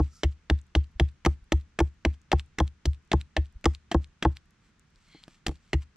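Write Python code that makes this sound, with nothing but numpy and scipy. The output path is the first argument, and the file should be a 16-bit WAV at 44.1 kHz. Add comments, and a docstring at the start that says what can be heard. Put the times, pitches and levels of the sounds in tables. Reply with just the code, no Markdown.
"""An axe splits a small stick on a lying log: quick short blows, close by, in a winter forest.
The edge snaps in and tears the fibres; it stays there (a bite) or breaks through and slams the stick
onto the log (a split). The log rings and bounces on the soil. Lifts scrape, the blade ticks free, the
stick slides, taps and squeaks on bark. Behind: a faint campfire, quiet air, a thin echo from the trees."""
import sys
import numpy as np
from scipy import signal
from scipy.fft import rfft, irfft
from scipy.io import wavfile

SR = 44100
rng = np.random.default_rng(int(sys.argv[2]) if len(sys.argv) > 2 else 0)


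def file_out(sig):
    """Save sig as 16-bit WAV at sys.argv[1]."""
    # one column per channel
    cols = np.atleast_2d(sig).T
    # limit, then scale
    lim = np.clip(cols, -1, 1)
    pcm = np.round(lim * 32767).astype(np.int16)
    wavfile.write(sys.argv[1], SR, pcm)


N = 262836
T = np.arange(int(.3 * SR)) / SR  # time since an event, s
CUT_LEAD_S, BITE_LAG_S = .004, .0052  # crush before the snap; snap to push on the log

# edge stays in the stick: t/s, snap/dB, tear/dB, tear decay/s, fine fibres/dB, knock/dB, bounce/dB
BITES = [(.2345, -12, -24, 0.0061, -5, -22, -14), (0.4999, -5.5, -33.5, 0.0061, -3, -14.5, -12.5),
         (0.752, -6, -41, 0.0092, 15, -15.5, -11.5), (0.9988, -4.5, -36, .006, 9, -15, -12),
         (1.5217, -7, -18.5, 0.0032, 7.5, -17.5, -13.5), (2.0509, -4.5, -28.5, 0.0053, -6.5, -13.5, -15.5),
         (2.856, -18, -27.5, 0.0037, 36, -30.5, -14), (3.3669, -6.5, -25.5, 0.0061, -13, -16.5, -15.5),
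         (5.4663, -11, -21.5, 0.0034, 1.5, -31, -26.5), (5.7324, -14, -22.5, 0.0051, -8, -19.5, -15.5)]
# edge breaks through: t/s, snap/dB, tear/dB, travel to log/s, crack/dB, knock/dB, clack f/Hz, clack/dB
SPLITS = [(-.019, -30, -38, .016, -28, -13, 821, -9), (1.2507, -35, -23, .0122, -22, -12.5, 1235, -10),
          (1.79, -20.5, -20.5, .0143, -26, -12, 820, -22.5), (2.318, -5, -25.5, .0114, -28, -13, 795, -7),
          (2.586, -31.5, -24, 0.017, -27.5, -13.5, 716, -11),
          (3.1174, -9, -25.5, .0155, -28.5, -12, 760, -36),
          (3.6431, -29.5, -31, .015, -21, -12, 1153, -7.5), (3.9154, -14.5, -27, .0311, -36, -11, 860, -7),
          (4.226, -13, -26, .026, -31, -10, 815, -15.5)]
# spectrum of wood scraping on bark: f/Hz, level/dB
SCRAPE = [(300, -20), (1200, 1.5), (2200, 1.5), (4000, -1), (5500, -3.5), (7800, -5.5), (9500, -18.5),
          (12000, -25.5), (15000, -37)]


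def undb(db):
    """dB to gain."""
    return 10 ** (np.asarray(db) / 20)


def peak(x):
    """Scale to unit peak."""
    return x / np.max(np.abs(x))


def unit(x):
    """Scale to unit energy."""
    return x / np.linalg.norm(x)


def decay(t60_s):
    """Envelope falling 60 dB in t60_s."""
    return np.exp(-np.log(1000) * T / t60_s)


def add(track, s, sound):
    """Mix sound into track from time s."""
    i = int(s * SR)
    part = sound[max(-i, 0):N - i]
    track[max(i, 0):max(i, 0) + len(part)] += part


def convolve(x, response):
    """Convolution, trimmed to the input length."""
    return signal.fftconvolve(x, response)[:len(x)]


def lowpass(x, hz, order):
    """Butterworth low-pass."""
    return signal.sosfilt(signal.butter(order, hz, fs=SR, output="sos"), x)


def gains(points, size):
    """Gain per FFT bin from (f/Hz, level/dB) points."""
    hz, db = np.transpose(points)
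    return undb(np.interp(np.log(np.fft.rfftfreq(size, 1 / SR) + 1), np.log(hz), db))


def colour(x, points, size=2048):
    """Minimum-phase, unit-energy filter from (f/Hz, level/dB) points."""
    cepstrum = irfft(np.log(gains(points, size)))
    cepstrum[1:size // 2] *= 2
    cepstrum[size // 2 + 1:] = 0
    response = irfft(np.exp(rfft(cepstrum)))
    return convolve(x, unit(response))


def pan(x, balance):
    """Stereo balance from (f/Hz, left minus right/dB) points."""
    left = np.sqrt(gains(balance, N))
    return irfft(rfft(x) * np.array([left, 1 / left]), N)


def grains(size, spread_db):
    """Dense clicks of unequal strength, unit rms."""
    x = rng.standard_normal(size) * undb(spread_db * np.minimum(rng.exponential(size=size), 5))
    return x / x.std()


def ring(modes, detune, wave, scatter_db=2):
    """Decaying modes; pitch and strength scatter with where the blow lands."""
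    hz, db, t60_s = np.transpose(modes)[:, :, None]
    pitch, strength = rng.standard_normal((2, len(modes), 1))
    tones = wave(2 * np.pi * hz * (1 + detune * pitch) * T)
    return np.sum(undb(db + scatter_db * strength) * decay(t60_s) * tones, axis=0)


def air():
    """Steady noise of forest air and flames; bass alike on both sides."""
    # noise spectrum: f/Hz, level/dB
    spectrum = [(15, -47), (25, 4), (113, -5.5), (159, -3), (219, -7), (259, -12.5), (639, -26),
                (1460, -19), (2380, -23), (3520, -28), (4710, -31), (6310, -32), (8450, -42.5),
                (11000, -54), (18600, -120)]
    # stereo balance: f/Hz, left minus right/dB
    balance = [(60, 0), (100, -0.5), (180, -2.5), (310, -0.5), (530, -3.5), (910, -2.5), (1570, 2),
               (2700, 0), (4640, 2), (8000, -6.5)]
    mid, side = irfft(rfft(rng.standard_normal((2, N))) * gains(spectrum, N), N)
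    side = irfft(rfft(side) * gains([(100, -20), (500, -3), (2000, -6), (6000, .5)], N), N)
    return pan(undb(-64.5) * np.array([mid + side, mid - side]) / mid.std(), balance)


def fire():
    """Pops of burning resin, a little to the left."""
    # loudest pops: t/s, level/dB, f/Hz
    pops = [(.168, -54, 6440), (.615, -48, 7100), (2.2165, -52, 6900), (3.612, -52, 4500),
            (4.508, -56, 7560), (4.796, -48, 7650), (4.959, -50, 5920)]
    faint = [(u * N / SR, -70 + 12 * v, 4000 + 5000 * w) for u, v, w in rng.random((45, 3))]
    out = np.zeros(N)
    for s, db, hz in list(pops) + faint:
        burst = rng.standard_normal(len(T)) * np.exp(-T / .00023)
        pop = colour(burst, [(hz / 3, -22), (hz, 0), (2 * hz, -24)])
        add(out, s, undb(db) * peak(pop))
    return out * undb([[2], [-2]])


def trees(x, echo_db=-26.5, t60_s=.15, build_s=.094):
    """Trunks scatter a thin echo, different on each side."""
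    # echo spectrum: f/Hz, level/dB
    spectrum = [(60, 2), (150, 6), (400, -14.5), (900, -14.5), (1500, -10.5), (3000, -8), (6000, -8.5),
                (9000, 2), (14000, -13.5)]
    envelope = unit((1 - np.exp(-T / build_s)) * decay(t60_s))
    echoes = [colour(grains(len(T), spread_db=8) * envelope, spectrum) for _ in range(2)]
    mid, side = (convolve(x, echo) for echo in echoes)
    side = .67 * (side - lowpass(side, 180, order=1))  # bass stays centred
    return undb(echo_db) * np.array([mid + side, mid - side])


def reflections(x, db=-13, decay_s=.0028):
    """Hands, blade and ground return the treble within milliseconds, different on each side."""
    spectrum = [(70, -22), (300, -10), (1500, -3), (4000, -2.5), (9000, 2.5), (15000, 1)]
    envelope = (T > .0004) * np.exp(-T / decay_s)
    echoes = [colour(rng.standard_normal(len(T)) * envelope, spectrum) for _ in range(2)]
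    return undb(db) * np.array([convolve(x, unit(echo)) for echo in echoes])


def squeaks():
    """Quick slips on the bark feed narrow resonances."""
    # slips: centre t/s, half length/s, f/Hz, width/Hz, level/dB
    slips = [(.161, .041, 1322, 120, -68), (.166, .051, 5600, 2600, -61.5), (5.151, .061, 2150, 330, -65),
             (5.161, .06, 3230, 400, -65), (5.156, .06, 4210, 480, -64)]
    out, t = np.zeros(N), np.arange(N) / SR
    for s, half_s, hz, width_hz, db in slips:
        resonance = signal.iirpeak(hz, hz / width_hz, fs=SR)
        tone = signal.lfilter(*resonance, signal.lfilter(*resonance, grains(N, spread_db=3)))
        out += undb(db) * tone / tone.std() * np.exp(-((t - s) / half_s) ** 2)
    return out


def handling(shove_hz=48, shove_s=.009):
    """The stick slides over bark, taps the log and is shoved against the ground."""
    # slides: centre t/s, half length/s, level/dB
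    slides = [(0.028, 0.075, -64), (0.227, .04, -65.5), (4.662, .04, -72), (5.129, 0.16, -68),
              (5.334, 0.052, -68.5), (5.685, 0.095, -71.5), (5.825, 0.014, -59)]
    # loose stick on the log: t/s, tap/dB, knock/dB
    taps = [(5.147, -66, -41.5), (5.2802, -35.5, -52), (5.4816, -17.5, -35), (5.491, -28, -24.5),
            (5.513, -43, -37)]
    # dull shoves: t/s, level/dB
    shoves = [(0.937, -33.5), (1.401, -42.5), (3.537, -34), (5.462, -25)]
    tap_spectrum = [(80, .5), (200, 6), (700, -4.5), (2500, -14), (5500, -18), (9000, -28.5), (15000, -47)]
    t = np.arange(N) / SR
    sliding = sum(undb(db) * np.exp(-((t - s) / half_s) ** 2) for s, half_s, db in slides)
    out = colour(grains(N, spread_db=5.5), SCRAPE) * sliding
    for s, tap_db, knock_db in taps:
        tap = colour(grains(len(T), spread_db=.5) * np.exp(-T / .0019), tap_spectrum)
        add(out, s, undb(tap_db) * peak(tap) + undb(knock_db) * knock(contact_ms=1))
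    shove = np.sin(2 * np.pi * shove_hz * T) * np.exp(-(T / shove_s - np.pi) ** 2)
    for s, db in shoves:
        add(out, s, undb(db) * shove)
    return out


def lifting(scrape_db=-66, tick_db=-49, scrape_lead_s=.0017):
    """The stick scrapes off the log after each blow, ticking after a bite; at times the blade pulls free."""
    # blade pulling free: t/s, tick peak/dB
    pulls = [(2.3963, -22.5), (2.6781, -35.5), (2.9329, -43), (3.213, -28.5), (3.749, -28.5), (4.044, -36),
             (4.3696, -29.5), (5.2379, -34)]
    # tick spectrum: f/Hz, level/dB
    spectrum = [(300, -26), (1200, -17.5), (2000, -6.5), (3900, 2.5), (5500, -11.5), (8000, -16),
                (12000, -30), (15000, -60.5)]
    bite_lifts = [s + BITE_LAG_S + .085 for s, *_ in BITES]
    split_lifts = [s + travel_s + .074 for s, _, _, travel_s, *_ in SPLITS]
    scrapes = [(s, scrape_db) for s in bite_lifts + split_lifts] + [(s, db - 30.5) for s, db in pulls]
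    ticks = [(s, tick_db) for s in bite_lifts] + list(pulls)
    out, centre_s = np.zeros(N), .05
    swell = np.exp(-((T - centre_s) / .013) ** 2)
    for s, db in scrapes:
        scrape = colour(grains(len(T), spread_db=6.5) * swell, SCRAPE)
        add(out, s - scrape_lead_s - centre_s, undb(db) * scrape)
    for s, db in ticks:
        tick = colour(grains(len(T), spread_db=-9) * np.exp(-T / .00045), spectrum)
        add(out, s, undb(db) * peak(tick))
    return out


def bounce():
    """The log sinks into the soil and swings back a few times."""
    # log rocking on soil: f/Hz, level/dB, t60/s, rise/s
    modes = [(69.76, 7.4, .17, .0151), (58.47, 13.35, .0742, .0281), (101.55, 16.05, .0281, .0121),
             (128, -.8, .0752, .0122), (34, -8, .135, .016), (72, -9, .31, .08)]
    return sum(undb(db) * np.sin(2 * np.pi * hz * T) * decay(t60_s) * (1 - np.exp(-(T / rise_s) ** 2))
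               for hz, db, t60_s, rise_s in modes)


def knock(contact_ms, rise_cycles=.96):
    """Standing waves of the log; a longer contact excites the high modes less."""
    # log modes: f/Hz, level/dB, t60/s
    modes = [(136, -8, .075), (182, -8, .05), (225, -10, .04), (302, -4, .046), (330, 0, .06),
             (412, -7, .034), (472, -5, .036), (546, -19, .066), (588, -21, .062), (702, -8, .028),
             (803, -3.5, .034), (888, -5, .036), (1074, -7, .035), (1292, -10, .021), (1482, -11, .023),
             (1652, -11, .025), (1952, -15, .019)]
    signs = rng.choice([-1, 1], len(modes))  # set by where the blow lands
    waves = sum(sign * ring([mode], detune=.022, wave=np.sin) * (1 - np.exp(-T * mode[0] / rise_cycles))
                for sign, mode in zip(signs, modes))
    push = T * np.exp(-np.pi * T / (contact_ms * 1e-3))
    return convolve(14 * unit(waves), push / push.sum())


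def slap(hz, rise_s, t60_s):
    """One short tone that builds as wood is pressed on wood."""
    return np.sin(2 * np.pi * hz * T) * (1 - np.exp(-T / rise_s)) * decay(t60_s)


def cut(snap_db, tear_db, decay_s, fine_db, crush_db=-19, rise_s=.00069):
    """The edge crushes in ever harder, the stick snaps, fibres go on breaking."""
    # stick and axe head modes: f/Hz, level/dB, t60/s
    modes = [(202, -22, 0.15), (367, -9.5, 0.03), (637, -3.5, 0.021), (864, -16, 0.006),
             (1252, -16.5, 0.042), (1746, -1, 0.0099), (1984, -2, 0.0071), (2670, -6.5, 0.0068),
             (3190, -8, 0.013), (3900, -17.5, .005), (5520, -16.5, 0.011), (7700, -30, 0.0044)]
    # fine fibre spectrum: f/Hz, level/dB
    fibres = [(300, 18), (1000, 0.5), (2400, -3), (3500, 8.5), (4700, 4.5), (6000, 6.5), (7700, -2),
              (9300, -14), (11700, -17.5), (13500, -22), (15000, -29)]
    crushing = [(500, -5), (1900, 6), (2400, 1.5), (3400, 10), (5500, -11), (9000, -31), (15000, -34.5)]
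    t = T - CUT_LEAD_S
    stick = ring(modes, detune=.04, wave=np.cos)
    snap = np.roll(peak(lowpass(stick, 5600, order=4)), int(CUT_LEAD_S * SR))
    crush = colour(rng.standard_normal(len(T)), crushing)
    snap += undb(crush_db) * crush * np.exp(np.where(t < 0, t / rise_s, -t / .0028))
    breaks = grains(len(T), spread_db=-2.5) * np.exp(np.where(t < 0, t / rise_s, -t / decay_s))
    coarse = lowpass(convolve(breaks, stick), 4400, order=3)  # coarse breaks ring the stick
    fine = colour(breaks, fibres)
    tear = unit(unit(coarse) + undb(fine_db) * unit(fine)) * np.sqrt(decay_s * SR)
    return undb(snap_db) * snap + undb(tear_db) * tear


def pressed_cut(snap_db, tear_db, decay_s, fine_db):
    """A cut whose tearing force already presses on the log."""
    press = np.pad(knock(contact_ms=1), (int(CUT_LEAD_S * SR), 0))[:len(T)]
    return cut(snap_db, tear_db, decay_s, fine_db) + undb(tear_db - 1) * press


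def chopping(bounce_lag_s=.003, crack_lead_s=.0018):
    """Each blow cuts the stick, then knocks and bounces the log: a bite softly, a split hard."""
    out, swing = np.zeros(N), bounce()
    for s, snap_db, tear_db, decay_s, fine_db, knock_db, bounce_db in BITES:
        add(out, s - CUT_LEAD_S, pressed_cut(snap_db, tear_db, decay_s, fine_db))
        add(out, s + BITE_LAG_S, undb(knock_db) * knock(contact_ms=1))
        add(out, s + BITE_LAG_S + bounce_lag_s, undb(bounce_db) * swing)
    thump = undb(-15.5) * slap(hz=141.6, rise_s=.0073, t60_s=.075)  # axe head stops dead
    for s, snap_db, tear_db, travel_s, crack_db, knock_db, clack_hz, clack_db in SPLITS:
        landing_s = s + travel_s
        add(out, s - CUT_LEAD_S, pressed_cut(snap_db, tear_db, decay_s=.26 * travel_s, fine_db=-4))
        crack = cut(crack_db + 12, crack_db, decay_s=.0029, fine_db=2.5)  # last fibres give
        add(out, landing_s - crack_lead_s - CUT_LEAD_S, crack)
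        clack = slap(clack_hz, rise_s=.002, t60_s=.019)  # pitch set by the stick's free length
        add(out, landing_s, undb(knock_db) * knock(contact_ms=.4) + undb(clack_db) * clack + thump)
        add(out, landing_s + bounce_lag_s, undb(-14.5) * swing)
    return out


def scene():
    """Close sounds, differing left to right in colour and phase, over echo, fire and air."""
    # close sound balance: f/Hz, left minus right/dB
    balance = [(60, .4), (170, .4), (330, -1.8), (550, .3), (800, 2.6), (1300, 1.6), (1900, -1.2),
               (2800, 1.9), (3900, 2.4), (5200, 0), (6600, -2), (7600, -7), (9500, -5), (14000, -3)]
    # close sound phase: f/Hz, left lead/rad
    phase = [(0, 0), (600, .03), (1500, -.12), (2000, -.45), (3500, -.62), (5000, -.65), (6000, -1.3),
             (7200, -1.3), (8500, -.2), (12000, 0)]
    near = chopping() + lifting() + handling() + squeaks()
    lead_rad = np.interp(np.fft.rfftfreq(N, 1 / SR), *np.transpose(phase))
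    left = irfft(rfft(near) * np.exp(1j * lead_rad), N)
    close = np.array([left, near]) + reflections(near)
    return pan(close, balance) + trees(near) + fire() + air()


def record(dry):
    """Soft peak limit, then a 15 kHz low-pass."""
    rounded = dry / (1 + (dry / .52) ** 4) ** .25
    return signal.sosfilt(signal.ellip(8, .2, 70, 15000, fs=SR, output="sos"), rounded)


dry = scene()
out = record(dry)
file_out(out)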